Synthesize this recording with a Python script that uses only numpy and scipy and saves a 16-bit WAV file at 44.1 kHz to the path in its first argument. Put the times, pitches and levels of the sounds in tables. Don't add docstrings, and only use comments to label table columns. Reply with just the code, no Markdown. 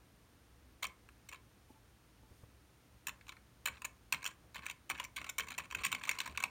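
import sys
import numpy as np
from scipy import signal
from scipy.fft import rfft, irfft
from scipy.io import wavfile

SR = 44100
rng = np.random.default_rng(int(sys.argv[2]) if len(sys.argv) > 2 else 0)


def waveform_to_disk(signal):
    frames = np.transpose(np.atleast_2d(signal))
    scaled = np.clip(frames, -1, 1) * 32767
    samples = np.round(scaled).astype(np.int16)
    wavfile.write(sys.argv[1], SR, samples)


N = 286650
CLACK_SIZE = 2600


def undb(db):
    return 10 ** (np.asarray(db) / 20)


def unit(x):
    return x / np.sqrt(np.sum(x ** 2))


def lookup(hz, table):
    f, v = np.transpose(table)
    return np.interp(np.log(np.maximum(hz, 1)), np.log(f), v)


def add(out, s, x):
    i = max(int(s * SR), 0)
    out[i:i + len(x)] += x[:max(len(out) - i, 0)]


def band(x, lo_hz, hi_hz, order=2):
    edges = [lo_hz, min(hi_hz, SR / 2 - 1000)]
    return signal.sosfilt(signal.butter(order, edges, "band", fs=SR, output="sos"), x)


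# (pitch [Hz], relative level [dB], time to fade by 60 dB without the finger [s])
DESK_MODES = [(89, -5, 0.15), (179, -4, 0.066), (260, 1.5, 0.13), (437, -1.5, 0.13), (575, 9, 0.071)]
CASE_MODES = [(942, -11.5, 0.11), (1036.4, 2.5, 0.06), (1101, 5, 0.033), (1170, -1, 0.05), (1484, -4, 0.12),
              (1649, -1, 0.019)]
KEYCAP_MODES = [(1920, -46, 0.044), (2187, -0.5, 0.034), (2292, 1.5, 0.037), (2565, 2.5, 0.016),
                (2646, -3.5, 0.035), (3130, -10.5, 0.011), (3074, -8, 0.098), (3870, -11, 0.016),
                (4082, -12, 0.035), (4230, -10, 0.0065), (4654, -14.5, 0.042)]
STEM_MODES = [(5600, 2.5, 0.062), (5870, -0.5, 0.061), (6800, -11, 0.013), (7126, 10.5, 0.0076),
              (7150, 3, 0.055), (7380, -2.5, 0.014), (8280, 1, 0.0089), (8650, -10, 0.023),
              (8910, -5.5, 0.015)]
EDGE_MODES = [(10000, -3, 0.0081), (12150, -19, 0.023), (12360, -4, 0.013), (14250, -11, 0.018),
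              (14500, -18, 0.0089), (14750, 16, 0.006), (14300, -2, 0.017)]


def keyboard(desk_db=-18.0):
    contact_rows = np.vstack([presses(), clacks(), chatter()])
    times, rattle_ms, case_db, cap_db, stem_db, edge_db = contact_rows.T
    landing = contacts(rattle_ms, skew=.55, scrape=0.44, lead=0.27)
    sliding = contacts(rattle_ms, skew=.85, scrape=0.67, lead=0.16)
    desk = part(DESK_MODES, times, landing, case_db + desk_db, crack=0.42, crack_lo_hz=160,
                crack_hi_hz=730, crack_t60=0.13, detune=0.012, spot_db=6.5)
    case = part(CASE_MODES, times, landing, case_db, crack=0.73, crack_lo_hz=922,
                crack_hi_hz=1876, crack_t60=0.027, detune=0.018, spot_db=3.5)
    cap = part(KEYCAP_MODES, times, landing, cap_db, crack=0.32, crack_lo_hz=1600,
               crack_hi_hz=3800, crack_t60=0.044, detune=0.011, spot_db=2.0)
    stem = part(STEM_MODES, times, sliding, stem_db, crack=0.62, crack_lo_hz=5600,
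                crack_hi_hz=8930, crack_t60=0.024, detune=0.0007, spot_db=2.0)
    edge = part(EDGE_MODES, times, sliding, edge_db, crack=0.69, crack_lo_hz=9600,
                crack_hi_hz=15400, crack_t60=0.025, detune=0.013, spot_db=4)
    return desk + case + cap + stem + edge


# (time [s], travel time [ms], rattle of the tap [ms], tap level [dB],
# landing level [dB], extra weight on the case [dB], extra brightness [dB])
KEY_PRESSES = [(.829, 21, 3.75, -38.5, -40, -0.5, 0), (3.0697, 22, 2.6, -41, -45, -0.5, 5.5),
               (3.6566, 25.8, 3.96, -34.5, -41, 1, 3.5), (4.1242, 19.8, 2.9, -30.5, -41, -1.5, 0.5),
               (4.5452, 18.8, 5.4, -50.5, -48, 2, -1), (4.899, 15, 2.7, -37.5, -42.5, 2, 0),
               (5.166, 17.6, 3.35, -41.5, -46.5, 0, -3), (5.3827, 22.1, 4.9, -35.5, -40, 0.5, 3),
               (5.5838, 18, 3.6, -40, -49.5, 3, -1.5)]
# (case [dB], keycap [dB], stem [dB], edge [dB])
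PRESS_SHARES = [(-7.5, 0, -6.5, -10.5), (-1, -2, -9.5, -14), (-9.5, 0.5, -12.5, -19)]
GIVE_SHARE, GIVE_RATTLE_MS, LANDING_RATTLE_MS = .6, 2.5, 2.6


def presses():
    rows = []
    for s, travel_ms, tap_ms, tap_db, landing_db, weight_db, bright_db in KEY_PRESSES:
        stages = [(0, tap_ms, tap_db),
                  (GIVE_SHARE, GIVE_RATTLE_MS, landing_db),
                  (1, LANDING_RATTLE_MS, landing_db)]
        for (share, rattle_ms, db), mix in zip(stages, PRESS_SHARES):
            at = s + share * travel_ms / 1000
            rows.append([at, rattle_ms, *part_levels(db, mix, weight_db, bright_db)])
    return rows


# (time [s], rattle [ms], level [dB], extra weight on the case [dB], extra brightness [dB])
KEY_CLACKS = [(0.8252, 2, -56.5, 11, 12), (0.8406, 2.9, -60, -6, 14), (0.868, 0.9, -61.5, -8, 17),
              (1.0887, 0.71, -62, 7, -1), (1.2884, 5, -52.5, -4, 7.5), (1.3152, .7, -61, 4, 4),
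              (1.3254, 9, -50, 5, -1), (1.344, 3, -54, 1, -3), (1.358, 2.2, -62, -5, -7),
              (3.211, 0.47, -61, 1, -10), (3.2814, 5, -60, 4, 5), (3.292, 1.46, -47.5, 0, -2),
              (3.32, 4.7, -56, 5, -2), (3.367, 3.1, -62, 5.5, -7), (3.8194, 1.45, -50, 4, 2),
              (3.845, 3.9, -44, -1, -5), (3.8493, 6, -43, 0.5, 10), (4.2281, 1.43, -51, 5.5, 0),
              (4.2426, 0.99, -47, -0.5, 7), (4.2536, 1.35, -43.5, 4.5, 4), (4.263, 0.88, -37.5, -6, 2.5),
              (4.2728, 4.6, -49, 0, 10.5), (4.2841, 4.8, -59, 7, -2), (4.5893, 2.4, -56.5, 8.5, -7),
              (4.629, 8.2, -58.5, 10, -11), (4.656, 4.1, -55, 2, 4), (4.6642, 2.07, -41, -1.5, 0),
              (4.698, 2.87, -42.5, -5.5, -0.5), (4.71, 2.8, -49, -3, 4), (4.8942, 3.1, -52.5, -13, 6),
              (4.951, 8.1, -50.5, 4.5, -12), (4.9772, 9.2, -51.5, 3, -5), (4.9989, 2.54, -40, 4, -1.5),
              (5.0402, 3.05, -54.5, -1, 11.5), (5.0487, 0.84, -46.5, -18, 1.5),
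              (5.162, 2.9, -50.5, -2, 6.5), (5.215, 2.28, -47, 3, -5), (5.244, 2.04, -48, 2.5, -2),
              (5.266, 1.38, -52.5, 3, -1), (5.292, 6.9, -42.5, -0.5, 8.5), (5.4691, 6.5, -56.5, 8, 3),
              (5.4852, 2.72, -49.5, 0, 2.5), (5.5038, 3.9, -49.5, 2.5, 3.5), (5.5186, 2.7, -48, 4, -1),
              (5.5796, 2.86, -43.5, 2, 6), (5.711, 0.88, -46.5, -1, -1.5), (5.7237, 2.48, -49.5, 9, 1),
              (5.7492, 2, -36, -1.5, -1.5), (5.7863, 8.3, -51, 1, -13), (5.8138, 8.9, -52.5, 7.5, 0),
              (5.8359, 9.1, -37, -3, -3), (5.8474, 5.5, -34, 1, 5.5), (5.859, 3.8, -41, -17, 4),
              (5.865, 2.93, -37.5, -17, 2), (5.882, 2.5, -56, -9, 5), (5.917, 2.3, -42, 0, 3),
              (5.9267, 0.86, -35, 0.5, 1), (5.9486, 2.28, -38, -3.5, -3), (6.0118, 1.6, -59, 14.5, -3),
              (6.0363, 1.26, -42.5, -2, -2.5), (6.0519, 2.5, -47, -5, 1.5), (6.073, 3.8, -49.5, 6.5, 2),
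              (6.0792, 5.4, -51, 9.5, 5), (6.0922, 1.03, -30, -7, 0), (6.1123, 1.97, -38.5, -2, 1.5),
              (6.172, 4.4, -63, 14, -1), (6.1867, 2.64, -42.5, 2, 4), (6.203, 1.01, -36, -4.5, 1),
              (6.2142, 1.25, -45.5, 0, 1), (6.2589, 4.4, -48, 8, 4.5), (6.2763, 0.92, -51.5, 12, 5.5),
              (6.351, 1.4, -64, 15, -3), (6.3746, 1.5, -36, -0.5, -2), (6.4017, 3.55, -43.5, 3.5, 1.5),
              (6.4252, 3.3, -48, 7, 5), (6.4377, 1.11, -31, -1.5, -2)]
# (case [dB], keycap [dB], stem [dB], edge [dB])
CLACK_SHARES = (-6, 0, -7.5, -16)


def clacks():
    rows = []
    for s, rattle_ms, db, weight_db, bright_db in KEY_CLACKS:
        rows.append([s, rattle_ms, *part_levels(db, CLACK_SHARES, weight_db, bright_db)])
    return rows


# (start time [s], end time [s], contacts per second [1/s], average keycap level [dB])
CHATTER_SPELLS = [(3.23, 3.291, 62, -68), (3.704, 3.814, 99, -67.5), (4.15, 4.321, 75, -65),
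                  (4.57, 4.701, 116, -61), (4.922, 5.05, 96, -60), (5.179, 5.3, 112, -61.5),
                  (5.41, 5.549, 93, -59), (5.6, 5.701, 80, -62), (5.699, 6.301, 136, -60),
                  (6.299, 6.482, 105, -63)]


def chatter(scatter_db=3, case_db=-3, stem_db=-9, edge_db=-20):
    rows = []
    for start, end, rate, db in CHATTER_SPELLS:
        count = max(int((end - start) * rate), 1)
        u = rng.random((count, 6))
        times = start + (end - start) * u[:, 0]
        rattle_ms = 3 * u[:, 1]
        scatter = scatter_db * (u[:, 2:] * 2 - 1) * np.sqrt(3)
        levels = db + np.array([case_db, 0, stem_db, edge_db]) + scatter
        rows.append(np.column_stack([times, rattle_ms, levels]))
    return np.vstack(rows)


def part_levels(db, mix, weight_db, bright_db, edge_slope=0.99):
    return db + np.array(mix) + np.array([weight_db, 0, bright_db, edge_slope * bright_db])


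def contacts(rattle_ms, skew, scrape, lead, count=5):
    push = np.zeros((len(rattle_ms), CLACK_SIZE))
    early = SR // 1000
    for row, ms in zip(push, rattle_ms):
        span = int(np.clip(ms * SR / 1000, 10, CLACK_SIZE / 2))
        at = (span * rng.random(count) ** skew).astype(int)
        at[0] = 0
        touches = rng.standard_normal(count) / 2 + rng.choice([-1, 1], count)
        row[early + at] = unit(touches)
        row[early:early + span] += scrape * unit(rng.standard_normal(span))
        row[:early] += lead * unit(rng.standard_normal(early) * np.arange(early) ** 2)
    return push


def part(modes, times, push, level_db, crack, crack_lo_hz, crack_hi_hz, crack_t60, detune, spot_db):
    hz, db, t60 = np.transpose(modes)
    t = np.arange(CLACK_SIZE) / SR
    noise = rng.standard_normal(push.shape) * undb(-60 * t / crack_t60)
    cracks = band(noise, crack_lo_hz, crack_hi_hz, order=4)
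    fades = undb(db[:, None] - 60 * t / t60[:, None]) / np.sqrt(t60[:, None])
    push = band(push + 1e-18 * noise, 0.89 * hz.min(), SR / 2)
    finger_damping = rng.uniform(10, 170, len(times))
    out = np.zeros(N)
    for s, force, dry_crack, loud_db, damping in zip(times, push, cracks, level_db, finger_damping):
        spot, shift = rng.standard_normal((2, len(hz)))
        gains = undb(spot_db * spot) * rng.choice([-1, 1], len(hz))
        pitches = hz * (1 + detune * shift)
        ring = gains @ (fades * np.sin(2 * np.pi * pitches[:, None] * t))
        answer = unit(ring * np.exp(-damping * t)) + crack * unit(dry_crack)
        clack = signal.fftconvolve(force, answer)
        add(out, s - .001, unit(clack) * np.sqrt(SR / 100) * undb(loud_db))
    return out


# (frequency [Hz], time to fade by 60 dB [s])
ECHO_LEVELS = [(150, 8.5), (500, -7.5), (1200, -11.5), (2500, -16), (6000, -19.5), (10000, -19.5),
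               (16000, -18)]
ECHO_FADES = [(150, 0.18), (1200, 0.3), (2500, 0.17), (7000, 0.21), (16000, 0.087)]


def room(x, gap_s=0.0071, build_s=0.0018):
    t = np.arange(SR // 2) / SR
    f = np.fft.rfftfreq(len(t), 1 / SR)
    rise = 1 - np.exp(-np.maximum(t - gap_s, 0) / build_s)
    response = 0
    for hz in 100 * 2 ** np.arange(0, 7.5, .5):
        inside = (f >= hz) & (f < hz * np.sqrt(2))
        noise = irfft(rfft(rng.standard_normal(len(t))) * inside, len(t))
        tail = noise * rise * undb(-60 * t / lookup(hz, ECHO_FADES))
        response = response + unit(tail) * np.sqrt(inside.mean()) * undb(lookup(hz, ECHO_LEVELS))
    return signal.fftconvolve(x, response)[:N]


def thumps(delay_s=.016, below_landing_db=-13, hz=71.5, t60_s=0.22):
    return [(s + travel_ms / 1000 + delay_s, landing_db + below_landing_db, hz, t60_s)
            for s, travel_ms, _, _, landing_db, _, _ in KEY_PRESSES]


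# (time [s], level of the tone's peak before the soft start [dB], pitch [Hz], time to fade by 60 dB [s])
HAND_KNOCKS = [(1.704, -49.5, 260, 0.04), (2.232, -52.5, 275, 0.031), (2.311, -48.5, 76.6, 0.075),
               (2.435, -43.5, 96.5, 0.041), (4.435, -54, 64.8, 0.33), (5.758, -48.5, 93, 0.19),
               (5.799, -50, 63.3, 0.18), (5.93, -53.5, 97.5, 0.16), (6.291, -49.5, 73.1, 0.42)]


def knocks(rustle=1.86, softness=0.02):
    out = np.zeros(N)
    t = np.arange(SR // 2) / SR
    for s, db, hz, t60 in HAND_KNOCKS + thumps():
        swing = np.sin(2 * np.pi * hz * t) + rustle * band(rng.standard_normal(len(t)), 81, 650)
        soft_start = 1 - np.exp(-t / (softness * t60))
        add(out, s, swing * undb(db - 60 * t / t60) * soft_start)
    return out


def rumble(above_chatter_db=10.5, lo_hz=60, hi_hz=290):
    out = np.zeros(N)
    for start, end, _, db in CHATTER_SPELLS:
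        swell = np.sqrt(abs(np.sin(np.linspace(0, np.pi, int((end - start) * SR)))))
        shudder = band(rng.standard_normal(len(swell)), lo_hz, hi_hz)
        add(out, start, undb(db + above_chatter_db) * swell * shudder)
    return out


# (time [s], length [s], noise level before the band filter [dB])
HAND_SLIDES = [(1.682, .06, -73), (2.248, 0.26, -73.5)]


def slides(lo_hz=4000, hi_hz=14000):
    out = np.zeros(N)
    for s, length, db in HAND_SLIDES:
        swell = np.sin(np.linspace(0, np.pi, int(length * SR)))
        hiss = band(rng.standard_normal(len(swell)), lo_hz, hi_hz)
        add(out, s, undb(db) * swell * hiss)
    return out


# (time [s], length [s], pitch [Hz], rms level at the height of the swell [dB])
FAINT_SQUEAKS = [(1.696, 0.023, 867, -66), (1.745, 0.042, 878, -70.5), (2.227, 0.058, 875, -74.5)]


def squeaks():
    out = np.zeros(N)
    for s, length, hz, db in FAINT_SQUEAKS:
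        t = np.arange(int(length * SR)) / SR
        swell = np.sqrt(2 * np.sin(np.pi * t / length))
        add(out, s, undb(db) * swell * np.sin(2 * np.pi * hz * t))
    return out


# (frequency [Hz], relative level per hertz [dB])
AIR_COLOUR = [(15, -77), (25, -54), (41, -6.5), (64, 2.5), (87, -6.5), (120, -9), (212, -11.5),
              (301, -11.5), (427, -17.5), (476, -16), (516, -19), (1370, -21.5), (5140, -30), (8830, -31.5),
              (16000, -36.5)]
# (pitch [Hz], rms level [dB])
HUM_TONES = [(59.2, -77.5), (114, -73.5)]


def background(air_db=-65, wander_step=0.01405):
    colour = undb(lookup(np.fft.rfftfreq(N, 1 / SR), AIR_COLOUR))
    air = irfft(rfft(rng.standard_normal(N)) * colour, N)
    out = unit(air) * np.sqrt(N) * undb(air_db)
    for hz, db in HUM_TONES:
        wander = wander_step * np.cumsum(rng.standard_normal(N))
        out += np.sqrt(2) * undb(db) * np.sin(2 * np.pi * hz * np.arange(N) / SR + wander)
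    return out


def scene():
    keys = keyboard()
    hand_and_desk = knocks() + rumble() + slides() + squeaks()
    return (keys + room(keys) + hand_and_desk + background())[None]


# (frequency [Hz], width [Hz], level [dB])
PORT_PEAKS = [(4740, 170, -2), (7770, 1190, -4.5), (8980, 260, 5), (10430, 350, -10)]


def record(dry, top_hz=16100):
    for hz, width_hz, db in PORT_PEAKS:
        b, a = signal.iirpeak(hz, hz / width_hz, fs=SR)
        dry = dry + (undb(db) - 1) * signal.lfilter(b, a, dry)
    return signal.sosfilt(signal.ellip(8, .2, 70, top_hz, fs=SR, output="sos"), dry)


dry = scene()
out = record(dry)
waveform_to_disk(out)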